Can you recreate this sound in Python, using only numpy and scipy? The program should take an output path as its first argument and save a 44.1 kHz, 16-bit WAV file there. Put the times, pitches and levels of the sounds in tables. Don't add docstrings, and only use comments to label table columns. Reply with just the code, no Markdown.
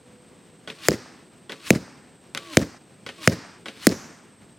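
import sys
import numpy as np
from scipy import signal
from scipy.fft import rfft, irfft
from scipy.io import wavfile

SR = 44100
rng = np.random.default_rng(int(sys.argv[2]) if len(sys.argv) > 2 else 0)


def master_out(mix):
    frames = np.transpose(np.atleast_2d(mix))
    ceiling = np.clip(frames, -1, 1)
    pcm = np.round(ceiling * 32767).astype(np.int16)
    wavfile.write(sys.argv[1], SR, pcm)


N = 202128
TIME = np.arange(N) / SR


# start_s, thud_db, thud_hz (where it settles), dent_hz (extra pitch at first), boom_db
HITS = [(0.885, -4.5, 195, 560, -13.5), (1.7052, -1.5, 162, 435, -5), (2.571, -1.5, 189, 372, -5),
        (3.2753, -4.5, 149, 465, -5), (3.869, 0.5, 182, 342, -12.5)]
# pop_hz, treble_db (tilt per decade), tear_db, top_hz (of the tear), hollow (0-1)
CRACKS = [(1942, 8.5, -8, 6300, 0.71), (2290, -15, -8, 10300, .8), (2150, -11.5, -4, 7100, 0),
          (1710, -5, -2, 5140, 0.5), (1820, 4.5, -3.5, 12000, 1)]
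FABRIC = [(5190, -8, 0.0028), (7320, -5.5, 0.0018), (10230, -16, 0.00061), (12400, -15.5, 0.0015),
          (14340, -26, .0016)]
# low_hz, high_hz
HOLLOW_HZ = [3010, 4500]
BAG = [(155, 4, 0.036), (515, -6.5, 0.039), (615, -3, 0.022)]
# delay_s (after the hit), thump_hz, thump_db, rasp_db, return_db (second thump)
WHIPS = [(0.0316, 377, -12, -25.5, -31), (0.028, 276, -11, -34, -12.5), (0.028, 250, -22, -40, -15.5),
         (0.018, 230, -14.5, -54.5, -21), (0.032, 374, -19, -42, -18)]
FILLING = [(30, -28), (60, -1), (110, -1.5), (300, -4), (560, -7), (850, -24.5), (1500, -32), (4000, -29)]
RATTLE = [(300, -23), (700, 1), (1800, 10), (3200, -3), (5000, 3), (7000, -2), (9000, -5), (12500, -21.5),
          (16000, -71)]
# start_s, click_db
RELEASES = [(0.675, -53), (1.495, -44), (2.349, -20.5), (3.064, -39), (3.658, -43)]
BOW = [(287, -5.5, 0.1), (437.8, -10, 0.33), (547, -8, 0.22), (884, -18.5, 0.13), (1095, -6, 0.059),
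       (1486, -2.5, 0.083), (1950, -7.5, 0.092), (2160, -12, 0.067), (2800, -12, 0.059), (3310, 3, 0.023)]
SNAP = [(60, -16), (150, 2.5), (450, 2.5), (900, -5.5), (1700, -2), (3300, -4), (4000, -7), (5200, -11.5),
        (7000, -20), (11000, -25.5), (16000, -51)]
# hiss_db, rush_db (steady part), whistle_db, whistle_s (how long before the hit it sets in)
FLIGHTS = [(-35.5, -56, -59, 0.12), (-37, -56, -62, 0.22), (-40.5, -49.5, -49.5, 0.202),
           (-36.5, -56.5, -53.5, 0.1), (-39.5, -54, -68, 0.078)]
# pitch_hz, level_db (relative), swell (power of the nearness)
VANES = [(349, 10.5, 0.93), (670, 2.5, 0.77), (1160, 3.5, 0.19)]
HISS = [(100, -2.5), (250, -15), (600, -14.5), (1100, 0.5), (1700, 0.5), (2500, 4), (4300, 2), (6000, -5.5),
        (10500, -13), (13000, -20), (16000, -24)]
# level_db (added to both tree layers), rumble_db (on the low part), sheen_db, length_s
TAILS = [(0.5, -6.5, -47, 0.37), (-2, 2, -48, 0.51), (-2, 0.5, -45, 0.217), (3, -6.5, -60, .32),
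         (1.5, 2.5, -34, .68)]
TREES_LOW = [(70, -10.5), (250, 7.5), (500, -7), (900, -2.5), (1800, -1), (2500, -6.5), (3400, -13.5),
             (5000, -61)]
TREES_HIGH = [(2500, -42.5), (3600, -1), (5000, 5.5), (6800, -4), (8500, -12), (12000, -25.5), (16000, -41)]
SHEEN = [(4500, -17), (5600, 9), (7000, 5), (8500, -12), (12000, -10), (14500, -23)]
AIR = [(15, -58), (25, -56), (45, -15.5), (170, -2), (195, -4.5), (229, -3.5), (439, -9), (503, -10.5),
       (560, -13), (1070, -18.5), (1160, -19.5), (2910, -23), (6920, -31.5), (8360, -36), (16000, -42.5)]
INSECTS = [(6800, -39.5), (7600, -15.5), (8000, -12.5), (8400, -6.5), (8650, -11), (9000, -44.5),
           (10000, -52)]
# pitch_hz, side_db (against the mid)
WIDTH = [(100, -16.5), (700, -7.5), (2400, -24), (4400, -18.5), (8000, -11.5), (15000, -19)]

POP_DB, POP_T60_S, TEAR_T60_S, CRACK_CUT_HZ = 10, 0.0025, 0.0072, 1257
THUD_T60_S, THUD_DOUBLES_DB = 0.053, 7.5
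FILLING_DB, RATTLE_DB = -23, -43
FILLING_FOLLOWS = 0.4
RETURN_S, RETURN_PITCH = 0.053, 0.83
SLIP_START_S, SLIP_EVERY_S, SLIP_DB, SLIP_LOSS_DB = 0.044, 0.0066, -32.5, 3.5
SNAP_DB, REBOUND_DB, REBOUND_S = -31, -31, 0.0255
TREES_LOW_DB, TREES_HIGH_DB, RUMBLE_EDGE_HZ, SHEEN_T60_S = -36, -36.5, 450, 0.64
EDGE_ECHO_S, WALL_ECHO_S = 0.0226, 0.174
AIR_DB, INSECTS_DB = -52.5, -63.5
WHINE_HZ, WHINE_DB, WHINE_T60_S = 496, -49.5, 2
PORT_LAG_S, MIC_CUT_HZ, CUTOFF_HZ = 3e-6, 53, 16000


def impacts(dent_s=0.0032):
    body = 0
    for s, thud_db, thud_hz, dent_hz, boom_db in HITS:
        age = np.maximum(TIME - s, 0)
        cycles = thud_hz * age + dent_hz * dent_s * (1 - np.exp(-age / dent_s))
        thud_t60 = THUD_T60_S * 2 ** (thud_db / THUD_DOUBLES_DB)
        body = body + from_db(thud_db) * np.cos(2 * np.pi * cycles) * decay(s, thud_t60)
        for hz, db, t60 in BAG:
            boom = np.cos(2 * np.pi * hz * age) * decay(s, t60, rise=0.0018)
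            body = body + from_db(boom_db + db) * boom
    crack = band(band(cracks(), CRACK_CUT_HZ, "high"), CRACK_CUT_HZ, "high")
    return crack + band(body, [85, 750], "band")


def cracks():
    out, white = 0, rng.standard_normal(N)
    for (s, *_), (pop_hz, treble_db, tear_db, top_hz, hollow) in zip(HITS, CRACKS):
        pop = ring(s, pop_hz, POP_T60_S)
        for hz, db, t60 in FABRIC:
            tilt_db = treble_db * np.log10(hz / pop_hz)
            pop = pop + from_db(db + tilt_db) * ring(s, hz, t60)
        weave = rms_one(band(white, [1300, top_hz], "band"))
        tear = weave * (decay(s, TEAR_T60_S) + 0.047 * decay(s, t60=0.039))
        crack = from_db(POP_DB) * pop + from_db(tear_db) * tear
        out = out + crack - np.clip(hollow, 0, 1) * band(crack, HOLLOW_HZ, "band")
    return out


def quiver():
    out, filling = 0, noise(FILLING).mean(axis=0)
    deep = band(filling, 170, "low")
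    dull = -band(filling, 160, "high")
    rasp = rms_one(compact(noise(RATTLE)) * from_db(1.5 * flutter(660)))
    slap = band(rasp, 12000, "low")
    for (s, *_, boom_db), (whip_s, hz, thump_db, rasp_db, return_db) in zip(HITS, WHIPS):
        swing = np.exp(-((TIME - s - 0.05) / 0.021) ** 2)
        shaken = dull + from_db(3.5 + FILLING_FOLLOWS * boom_db) * deep
        shake = shaken * (decay(s, t60=0.28, rise=0.0013) + 0.17 * swing)
        rattle = rasp * (swing + 0.22 * decay(s, t60=0.13, rise=0.0039))
        out = out + from_db(FILLING_DB) * shake + from_db(RATTLE_DB) * rattle
        out = out + from_db(thump_db) * thump(s + whip_s, hz)
        out = out + from_db(return_db) * thump(s + RETURN_S, hz * RETURN_PITCH)
        scrape = from_db(rasp_db) * decay(s + whip_s, t60=0.019)
        out = out + slap * (scrape + slips(s + SLIP_START_S))
    return band(out, 85, "high")


def thump(start, hz):
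    wave = np.sin(2 * np.pi * hz * (TIME - start)) * decay(start, t60=0.011, rise=0.0073)
    return wave / np.abs(wave).max()


def slips(start, count=3):
    level, jitter = 0, rng.uniform(-0.118, 0.126, count)
    for k in range(count):
        moment = start + SLIP_EVERY_S * (k + jitter[k])
        level = level + from_db(SLIP_DB - SLIP_LOSS_DB * k) * decay(moment, t60=0.028)
    return level


def bow():
    out, clatter = 0, compact(noise(SNAP), treble_db=8)
    thin = rms_one(band(clatter, [2000, 4000], "band"))
    click = rms_one(band(clatter, 770, "high") + 1.3 * band(clatter, 6000, "high"))
    for s, click_db in RELEASES:
        again, modes = s + REBOUND_S, 0
        for hz, db, t60 in BOW:
            struck = ring(s, hz, t60) + 0.17 * ring(again, hz, t60)
            modes = modes + from_db(db) * rng.choice([-1, 1]) * struck
        slam = clatter * (0.53 * decay(s, t60=0.011) + 0.68 * decay(s, t60=0.18, rise=0.0015))
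        slam = slam + 0.79 * band(modes, 260, "high")
        rebound = 1.2 * thin * decay(again, t60=0.017)
        rebound = rebound + 0.56 * clatter * decay(again, t60=0.078, rise=0.0012)
        clicks = click * (decay(s, t60=0.0072) + decay(again, t60=0.015))
        out = out + from_db(SNAP_DB) * slam + from_db(REBOUND_DB) * rebound + from_db(click_db) * clicks
    return out


def flight(miss_s=0.026, nearest_s=0.0267, mach=0.19, bend_s=0.0352):
    out, hiss = 0, noise(HISS) * from_db(2 * flutter(250))
    bright = band(hiss, 7400, "high")
    for (loosed, _), (s, *_), (hiss_db, rush_db, whistle_db, whistle_s) in zip(RELEASES, HITS, FLIGHTS):
        airborne = np.clip((TIME - loosed) / 0.019, 0, 1) * np.clip((s - TIME) / 0.0015, 0, 1)
        ahead = s - nearest_s - TIME
        nearness = miss_s / np.hypot(ahead, miss_s)
        abreast = np.exp(-np.abs(s - 0.012 - TIME) / 0.014)
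        rush = hiss * (from_db(hiss_db) * nearness ** 2.65 + from_db(rush_db))
        rush = rush + from_db(hiss_db + 8.5) * abreast * bright
        doppler = (1 - mach) / (1 - mach * ahead / np.hypot(ahead, bend_s))
        eddies = 1 + 0.0062 * flutter(120)
        turns = 2 * np.pi * np.cumsum(doppler * eddies) / SR
        beam = np.clip((s - TIME) / 0.047, 0, 1)
        whistle = 0
        for hz, db, swell in VANES:
            tone = np.sin(hz * turns + rng.uniform(0, 2 * np.pi))
            whistle = whistle + from_db(db) * nearness ** swell * beam ** (hz / 600) * tone
        sets_in = np.clip((TIME - s + whistle_s) / 0.0083, 0, 1)
        out = out + airborne * rush + sets_in * from_db(whistle_db + 1.8 * flutter(60)) * whistle
    return out


def garden(hit):
    low, high, sheen, out = noise(TREES_LOW), noise(TREES_HIGH), noise(SHEEN), 0
    rumble = band(low, RUMBLE_EDGE_HZ, "low")
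    middle = -band(low, RUMBLE_EDGE_HZ, "high")
    for (s, *_), (db, rumble_db, sheen_db, length_s) in zip(HITS, TAILS):
        body = (middle + from_db(rumble_db) * rumble) * decay(s, t60=0.96, rise=0.11)
        treble = high * decay(s, t60=0.66, rise=0.13)
        glitter = from_db(sheen_db) * sheen * decay(s, SHEEN_T60_S, rise=0.082)
        tail = from_db(TREES_LOW_DB + db) * body + from_db(TREES_HIGH_DB + db) * treble + glitter
        out = out + tail * np.clip((s + length_s - TIME) / 0.013, 0, 1)
    tick = from_db(-19.5) * delayed(band(hit, [3800, 6200], "band"), EDGE_ECHO_S)
    wall = from_db(-28) * delayed(band(hit, [700, 1200], "band"), WALL_ECHO_S)
    return out + tick + wall


def background():
    air = band(from_db(AIR_DB) * noise(AIR), 14000, "low") * from_db(1.37 * flutter(8))
    insects = from_db(INSECTS_DB) * noise(INSECTS) * from_db(flutter(40))
    turns = 2 * np.pi * np.cumsum(WHINE_HZ * (1 + 0.003 * flutter(8))) / SR
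    whine_level = from_db(WHINE_DB + 2 * flutter(15)) * decay(0, WHINE_T60_S, rise=0.085)
    return air + insects + whine_level * np.sin(turns)


def from_db(db):
    return 10 ** (np.asarray(db) / 20)


def rms_one(x):
    return x / np.sqrt(np.mean(x ** 2) + 1e-20)


def band(x, edges_hz, kind):
    sos = signal.butter(2, np.clip(edges_hz, 10, 0.45 * SR), kind, fs=SR, output="sos")
    return signal.sosfilt(sos, x + 1e-18)


def noise(spectrum):
    hz, db = np.transpose(spectrum)
    bins = np.maximum(np.fft.rfftfreq(N, 1 / SR), 1)
    gain = from_db(np.interp(np.log(bins), np.log(hz), db))
    gain = gain * np.minimum(bins / hz[0], 1) * np.minimum(hz[-1] / bins, 1)
    mid, side = rfft(rng.standard_normal((2, N))) * gain
    side = side * from_db(np.interp(bins, *np.transpose(WIDTH)))
    return rms_one(irfft(np.array([mid + side, mid - side]), N))


def compact(x, treble_db=0.0, edge_hz=3600):
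    mid, side = x.mean(axis=0), (x[0] - x[1]) / 2
    return mid + from_db(treble_db) * band(side, edge_hz, "high") * np.array([[1], [-1]])


def flutter(hz):
    return rms_one(band(rng.standard_normal(N), hz, "low"))


def decay(start, t60, rise=1e-5):
    age = np.maximum(TIME - start, 0)
    return (1 - np.exp(-age / rise)) * from_db(np.maximum(-60 * age / t60, -200))


def ring(start, hz, t60):
    age = TIME[:int(2 * t60 * SR) + 2]
    wave = np.sin(2 * np.pi * hz * age) * from_db(-60 * age / t60)
    at, out = int(start * SR), np.zeros(N)
    out[at:at + len(age)] = wave[:N - at]
    return out


def delayed(x, seconds):
    return np.interp(TIME - seconds, TIME, x, left=0)


def scene():
    hit = impacts()
    at_ports = np.array([hit, delayed(hit, PORT_LAG_S)])
    approach = bow() + flight()
    leftward = from_db(-18.5) * band(approach, 1500, "high") * [[1], [-1]]
    return at_ports + quiver() + approach + leftward + garden(hit) + background()


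def record(dry):
    clipped = np.clip(band(dry, MIC_CUT_HZ, "high"), -1, 1)
    steep_cut = signal.ellip(12, 0.1, 90, CUTOFF_HZ, fs=SR, output="sos")
    return signal.sosfilt(steep_cut, band(clipped, 35, "high"))


dry = scene()
out = record(dry)
master_out(out)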